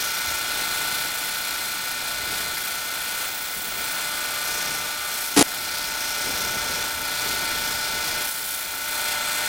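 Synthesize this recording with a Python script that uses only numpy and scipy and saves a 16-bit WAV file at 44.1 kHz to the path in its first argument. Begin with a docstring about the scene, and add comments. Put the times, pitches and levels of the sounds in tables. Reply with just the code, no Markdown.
"""A laser cutter traces the outline of a plastic panel, heard from close by in a workshop.
The beam pulses with the mains ripple, so the melt sizzles in rapid puffs and the cut whines and
buzzes on steady tones. Assist air rushes and hoots through the slot, rumbles on the bed and whistles
at the panel's edge, while the gantry shudders underneath. Midway comes one sharp, crackling click."""
import sys
import numpy as np
from scipy import signal
from scipy.fft import rfft, irfft
from scipy.io import wavfile
from scipy.ndimage import uniform_filter1d

SR = 44100
rng = np.random.default_rng(int(sys.argv[2]) if len(sys.argv) > 2 else 0)


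def wrap_up_sound(samples):
    """Save the sound to the file named by the first command line argument, as 16-bit audio."""
    columns = np.atleast_2d(samples).T
    # keep every value between -1 and 1, then stretch to whole-number steps
    tamed = np.clip(columns, -1, 1)
    steps = np.round(tamed * 32767).astype(np.int16)
    wavfile.write(sys.argv[1], SR, steps)


N = 418068
TIME, FREQ = np.arange(N) / SR, np.fft.rfftfreq(N, 1 / SR)
RIPPLE_HZ = 299.92


def from_db(db):
    """Decibels to gain."""
    return 10 ** (np.asarray(db) / 20)


def unit(x):
    """Scales to rms 1."""
    return x / np.sqrt(np.mean(x ** 2) + 1e-20)


def across(points):
    """A curve of (Hz, value) points, read at every frequency bin."""
    hz, value = np.transpose(points)
    return np.interp(np.log(FREQ + 1), np.log(hz + 1), value)


def bursts(rows, edge_s):
    """Gain envelope of events (start s, end s, dB) that rise, hold and fall."""
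    return sum(from_db(db) * np.clip(.5 + np.minimum(TIME - start, end - TIME) / edge_s, 0, 1)
               for start, end, db in rows)


def held(rows, column):
    """One column of a table of events, held through each and gliding between them."""
    edges = np.sort([s for row in rows for s in row[:2]])
    return np.interp(TIME, edges, np.repeat([row[column] for row in rows], 2))


def drift(rate):
    """Slow random modulation of rms 1, with up to about rate swings a second."""
    spectrum = rng.standard_normal(2048) + 1j * rng.standard_normal(2048)
    slow = unit(irfft(spectrum / (1 + (np.arange(2048) * SR / N / rate) ** 4)))
    return np.interp(TIME, np.linspace(0, N / SR, len(slow)), slow)


def rush(colour_db, gate=1):
    """Gated, coloured stereo noise, a little wide in the bass and centred in the treble; rms 1."""
    # Stereo likeness. Each row: frequency in Hz, correlation of left and right.
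    likeness = [(30, .76), (250, .8), (700, .92), (2600, .95), (3300, 1)]
    same = across(likeness)
    a, b = rfft(rng.standard_normal((2, N)) * gate)
    mid, side = a * np.sqrt((1 + same) / 2), b * np.sqrt((1 - same) / 2)
    return unit(irfft(np.array([mid + side, mid - side]) * from_db(colour_db), N))


def resonate(x, hz, width_hz):
    """A steep resonance that follows the curve hz; rms 1."""
    turn = np.exp(2j * np.pi * np.cumsum(hz) / SR)
    r = np.exp(-np.pi * width_hz / SR)
    return unit((turn * signal.lfilter([(1 - r) ** 2], [1, -2 * r, r * r], x / turn)).real)


def tone(hz, db, waver_db=0.54, wobble_rad=0.091):
    """A nearly pure tone that wavers a little in level and phase."""
    phase = 2 * np.pi * (hz * TIME + rng.random()) + wobble_rad * drift(7.5)
    return np.sqrt(2) * from_db(db + waver_db * drift(8.9)) * np.sin(phase)


def beam(sharpness=1.55, rest=0.31, sag_depth=0.61, pulses_per_group=10, flutter_db=0.95):
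    """Strength of the beam: an uneven puff on each ripple crest, sagging once in every group."""
    cycles = RIPPLE_HZ * TIME + 0.033 * drift(0.99)
    size = from_db(1.3 * rng.standard_normal(4096))[np.floor(cycles).astype(int)]
    puff = np.exp(-sharpness * (1 + np.cos(2 * np.pi * cycles)))
    sag = np.exp(6.1 * (np.cos(2 * np.pi * cycles / pulses_per_group) - 1))
    return unit((rest + size * puff) * (1 - sag_depth * sag) * from_db(flutter_db * drift(5.6)))


def air_jet(pulses, flow_db, usual_db=-31.5):
    """Assist air rushes through the slot, lightly pulsed by the beam, and rings the housing."""
    # Colour of the jet. Each row: frequency in Hz, relative level in dB.
    colour = [(300, -18), (600, -6.5), (740, -0.5), (900, -3), (1150, -5), (1450, 0), (1900, -2),
              (2700, -3), (3700, -5), (4700, -4), (6500, -7.5), (9000, -9.5), (16000, -44)]
    # Housing resonances. 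Each row: frequency in Hz, width in Hz, boost in dB.
    housing = [(1360, 130, 4), (2074, 66, 3.5), (2400, 140, 2), (3325, 200, 4), (4140, 140, 1.5)]
    housing_db = sum(db / (1 + (2 * (FREQ - hz) / width) ** 2) for hz, width, db in housing)
    level = from_db(usual_db + flow_db + 0.43 * drift(7.4))
    return level * rush(across(colour) + housing_db, gate=1.9 + pulses)


def reflect(x):
    """Nearby surfaces mirror the hiss; the paths wander, so soft peaks shift through the treble."""
    # Reflections off the panel, the head and the bed's walls. Each row: mean delay in seconds, gain.
    mirrors = [(.00035, .13), (.0007, .14), (.0013, .15), (.0024, .14)]
    out = x.copy()
    for delay, gain in mirrors:
        late = TIME - delay * np.exp(.04 * drift(.6))
        out += gain * np.array([np.interp(late, TIME, channel) for channel in x])
    return unit(out)


def melt_sizzle(pulses, flow_db, front, usual_db=-33):
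    """The melt spits bright puffs of vapour, flaring at times and softer at the panel's front."""
    # Colour of the sizzle. Each row: frequency in Hz, relative level in dB.
    colour = [(1500, -27), (3500, -4.5), (6000, -4.5), (8800, -1.5), (9800, -0.5), (10300, 0), (11300, -2),
              (11900, 0), (13500, -1.5), (15800, -1.5), (17000, -23)]
    # Flares of the melt. Each row: start and end in seconds, boost in dB.
    flares = [(.75, 1.07, 1.7), (1.68, 1.95, 1), (5.14, 5.34, 4.5), (5.38, 5.72, 1.8), (8.19, 8.6, 5),
              (8.655, 9.1, 2.5)]
    flare_db = sum(db * bursts([(start, end, 0)], edge_s=0.13) for start, end, db in flares)
    level = from_db(usual_db + 0.42 * flow_db - 0.95 * front + flare_db)
    return level * reflect(rush(across(colour), gate=pulses))


def bed_rumble(flow_db, front, usual_db=-46.5, flutter_db=1.5):
    """Air strikes the bed: a low draught that follows the flow, with fluttering gusts on top."""
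    # Colour of the rumble. Each row: frequency in Hz, relative level in dB.
    colour = [(15, -5), (35, 0), (70, -5.5), (150, 0), (450, 0), (700, -5.5), (1500, -13.5), (5000, -45)]
    # Gusts on the bed. Each row: start and end in seconds, mean level in dB.
    gusts = [(.5, 1.05, -48), (1.75, 2.1, -53), (2.15, 2.53, -46), (3.52, 3.88, -45.5), (4.5, 4.87, -45.5),
             (5.3, 6.17, -51.5), (6.2, 6.88, -40.5), (6.92, 7.15, -45.5), (7.2, 7.78, -41.5),
             (7.82, 8.25, -46), (9.0, 9.42, -52)]
    draught = from_db(usual_db + 0.91 * flow_db + 0.04 * front)
    gusting = bursts(gusts, edge_s=.12) * from_db(flutter_db * drift(9))
    return np.hypot(draught, gusting) * rush(across(colour))


def slot_hoots(pulses, flow_db, idle_db=-49):
    """The puffs sound the slot's hollow resonance, at a new pitch in each hoot."""
    # Hoots of the slot. Each row: start and end in seconds, pitch in Hz, level in dB.
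    hoots = [(-.1, .38, 5760, -37.5), (0.413, 1.08, 3920, -36.5), (1.2, 2.55, 4200, -40),
             (3.85, 4.25, 8850, -44), (4.45, 4.82, 5900, -37), (5.12, 5.5, 5800, -41),
             (5.55, 5.855, 4750, -35), (5.87, 6.87, 5600, -36), (7.0, 7.556, 4600, -38.5),
             (7.57, 8.26, 5160, -36), (8.98, 9.6, 8300, -40.5)]
    swells = bursts([(start, end, db) for start, end, _, db in hoots], edge_s=0.17)
    level = np.hypot(swells, from_db(idle_db + flow_db))
    return level * resonate(pulses * rng.standard_normal(N), held(hoots, 2), width_hz=1950)


def beam_whine(swell_db, trim_db=0.16):
    """The pulsed beam whines on a cluster of steady pitches."""
    # Partials of the whine. Each row: frequency in Hz, level in dB before trim and swell.
    partials = [(715.0, -60.6), (814.2, -61.2), (871.4, -50.0), (1257.4, -58.9), (1356.7, -41.9),
                (1372.3, -54.6), (1414.1, -51.8), (1471.4, -38.0), (1528.8, -52.4), (1628.2, -57.3),
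                (2071.5, -46.2), (2128.9, -51.4), (2228.2, -53.6), (2327.2, -56.1), (2342.9, -45.4),
                (2442.1, -59.3), (3527.5, -43.3), (3543.0, -55.0), (4070.2, -52.0), (4127.6, -42.5),
                (4456.2, -57.6), (4727.6, -49.6), (4784.9, -59.5), (5599.0, -57.1), (6783.7, -56.9),
                (8255.0, -55.2)]
    return sum(tone(hz, db + trim_db + swell_db) for hz, db in partials)


def ripple_buzz(swell_db, front, trim_db=0.7, low_follow=1.33):
    """Harmonics of the mains ripple; three low ones swell further and shift as the head travels."""
    # Buzz harmonics. Each row: multiple of the ripple, level in dB before trim and swell.
    harmonics = [(1, -60), (5, -49), (6, -50.5), (7, -50), (8, -45), (9, -58), (10, -58), (11, -56),
                 (12, -58), (18, -55), (20, -56)]
    # Harmonics 2, 3 and 4. Each row: base level in dB with the head at the back, halfway, at the front.
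    low_harmonics = [(-54.5, -48, -48.5), (-49.5, -51, -45.5), (-52.5, -52, -57)]
    buzz = sum(tone(k * RIPPLE_HZ, db + trim_db + swell_db) for k, db in harmonics)
    gains = [from_db(np.interp(front, [0, .5, 1], dbs) + low_follow * swell_db) for dbs in low_harmonics]
    singing = bursts([(4.12, 5.22, -44.5)], edge_s=0.19)  # the fourth sings out near the front
    gains[-1] = np.hypot(gains[-1], singing)
    return buzz + sum(gain * tone(k * RIPPLE_HZ, 0) for k, gain in enumerate(gains, 2))


def edge_whistle():
    """Air whistles at the panel's edge; its pitch scatters quickly, widening it into a thin hiss."""
    # Faint whistles. Each row: start and end in seconds, pitch in Hz, level in dB, width in Hz.
    whistles = [(-.1, 1.8, 14400, -50, 500), (3.22, 4.0, 15400, -37.5, 1200), (5.2, 5.35, 14800, -45, 800),
                (8.2, 9.0, 15170, -43, 240)]
    level = bursts([(start, end, db) for start, end, _, db, _ in whistles], edge_s=.1)
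    scatter = unit(uniform_filter1d(rng.standard_normal(N), size=48))
    hz = held(whistles, 2) + held(whistles, 4) / 2 * scatter
    return level * unit(np.sin(2 * np.pi * np.cumsum(hz) / SR))


def gantry_shudder(hz=70, width_hz=50, idle_db=-59.5):
    """The moving frame shudders at its lowest resonance."""
    # Shudders of the gantry. Each row: start and end in seconds, level in dB.
    shudders = [(.25, .36, -45), (2.12, 2.53, -52.5), (5.55, 6.2, -56.5), (6.25, 8.2, -50.5)]
    level = np.hypot(from_db(idle_db), bursts(shudders, edge_s=.06))
    return level * resonate(rng.standard_normal(N), np.full(N, hz), width_hz)


def click(start_s=5.3635, end_s=5.4275, rise_s=0.00038, ring_rise_s=0.0025, floor_db=-24):
    """Five quick spits keep a low ring going over a bed of crackle; it starts and stops dead."""
    # Spits. Each row: start in seconds, crackle level in dB, decay in seconds, ring strength in dB.
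    spits = [(5.364, -17, 0.0077, -0.5), (5.373, -11, 0.02, -2), (5.391, -8, 0.0076, -7),
             (5.4085, -9, 0.0096, 1), (5.4251, -8.5, 0.0055, -19)]
    # Colour of the crackle. Each row: frequency in Hz, relative level in dB.
    colour = [(80, -32), (150, -2), (400, -3), (570, -5.5), (750, -9.5), (1200, -7.5), (3200, -11),
              (5000, -10), (8500, -11.5), (10400, -10.5), (12000, -20), (15800, -32)]
    # Modes of the low ring. Each row: frequency in Hz, relative level in dB, seconds to fall 60 dB.
    modes = [(287, -8, 0.074), (145.7, -24.5, 0.11), (431, -22, 0.12), (716, -22.5, 0.15),
             (833, -21.5, 0.1)]
    power, ring = np.full(N, from_db(floor_db) ** 2), np.zeros(N)
    since = TIME - start_s
    for onset, db, decay, ring_db in spits:
        age = np.clip(TIME - onset, 0, 1)
        power += (from_db(db) * (1 - np.exp(-age / rise_s)) * np.exp(-age / decay)) ** 2
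        thud = sum(from_db(mode_db - 60 * age / t60) * np.sin(2 * np.pi * hz * since)
                   for hz, mode_db, t60 in modes)
        ring += from_db(ring_db) * (1 - np.exp(-age / ring_rise_s)) * thud
    crackle = np.sqrt(power) * rush(across(colour))
    inside_s = np.minimum(since, end_s - TIME)
    return np.clip(inside_s / rise_s, 0, 1) * crackle + np.clip(inside_s / ring_rise_s, 0, 1) * ring


def scene():
    """Beam, air flow and the head's place drive the cut; whistle, gantry and click join it."""
    # How hard the air jet blows. Each row: time in seconds, dB over its usual level.
    flow = [(0, 1), (1.03, 1.5), (1.12, -0.45), (2.05, -0.54), (2.48, 0.4), (2.6, -1.1), (3.2, -0.6),
            (3.35, -2.5), (3.64, -3.5), (3.82, -0.1), (4.6, 0.65), (5.45, -2.5), (5.9, 0), (6.85, 1.3),
            (6.94, -0.5), (7.3, 1.4), (8.24, 1), (8.31, -3.5), (8.76, -2.5), (9.0, 1.5), (9.48, 2)]
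    flow_db = np.interp(TIME, *np.transpose(flow))
    front = np.interp(TIME, [3.1, 5.2], [0, 1])  # the head crosses from the back edge to the front
    swell_db = 1.32 * uniform_filter1d(flow_db, size=4000)  # the tones swell and fade with the jet
    pulses = beam()
    cut = air_jet(pulses, flow_db) + melt_sizzle(pulses, flow_db, front)
    cut += bed_rumble(flow_db, front) + slot_hoots(pulses, flow_db)
    tones = beam_whine(swell_db) + ripple_buzz(swell_db, front)
    return cut + tones + edge_whistle() + gantry_shudder() + click()


def record(dry, ceiling=.85, cutoff_hz=15850):
    """Two microphone ports differ in level and phase; peaks round off and the top treble is cut."""
    # Level between the ports. Each row: frequency in Hz, dB by which the left is louder.
    left_level = [(60, 2), (1400, 2), (2400, 1.5), (3300, 0)]
    # Phase between the ports. Each row: frequency in Hz, radians by which the left leads.
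    left_phase = [(0, 0.17), (430, 0.37), (860, 0.69), (1120, 0.63), (1460, 0.64), (2410, 0.79), (3190, 0)]
    side = np.array([[.5], [-.5]])
    ports = from_db(side * across(left_level)) * np.exp(1j * side * across(left_phase))
    heard = irfft(rfft(dry) * ports, N)
    rounded = heard / (1 + (heard / ceiling) ** 6) ** (1 / 6)
    lowpass = signal.firwin(1023, cutoff_hz, window=("kaiser", 9), fs=SR)
    return signal.oaconvolve(rounded, lowpass[None], "same")


dry = scene()
out = record(dry)
wrap_up_sound(out)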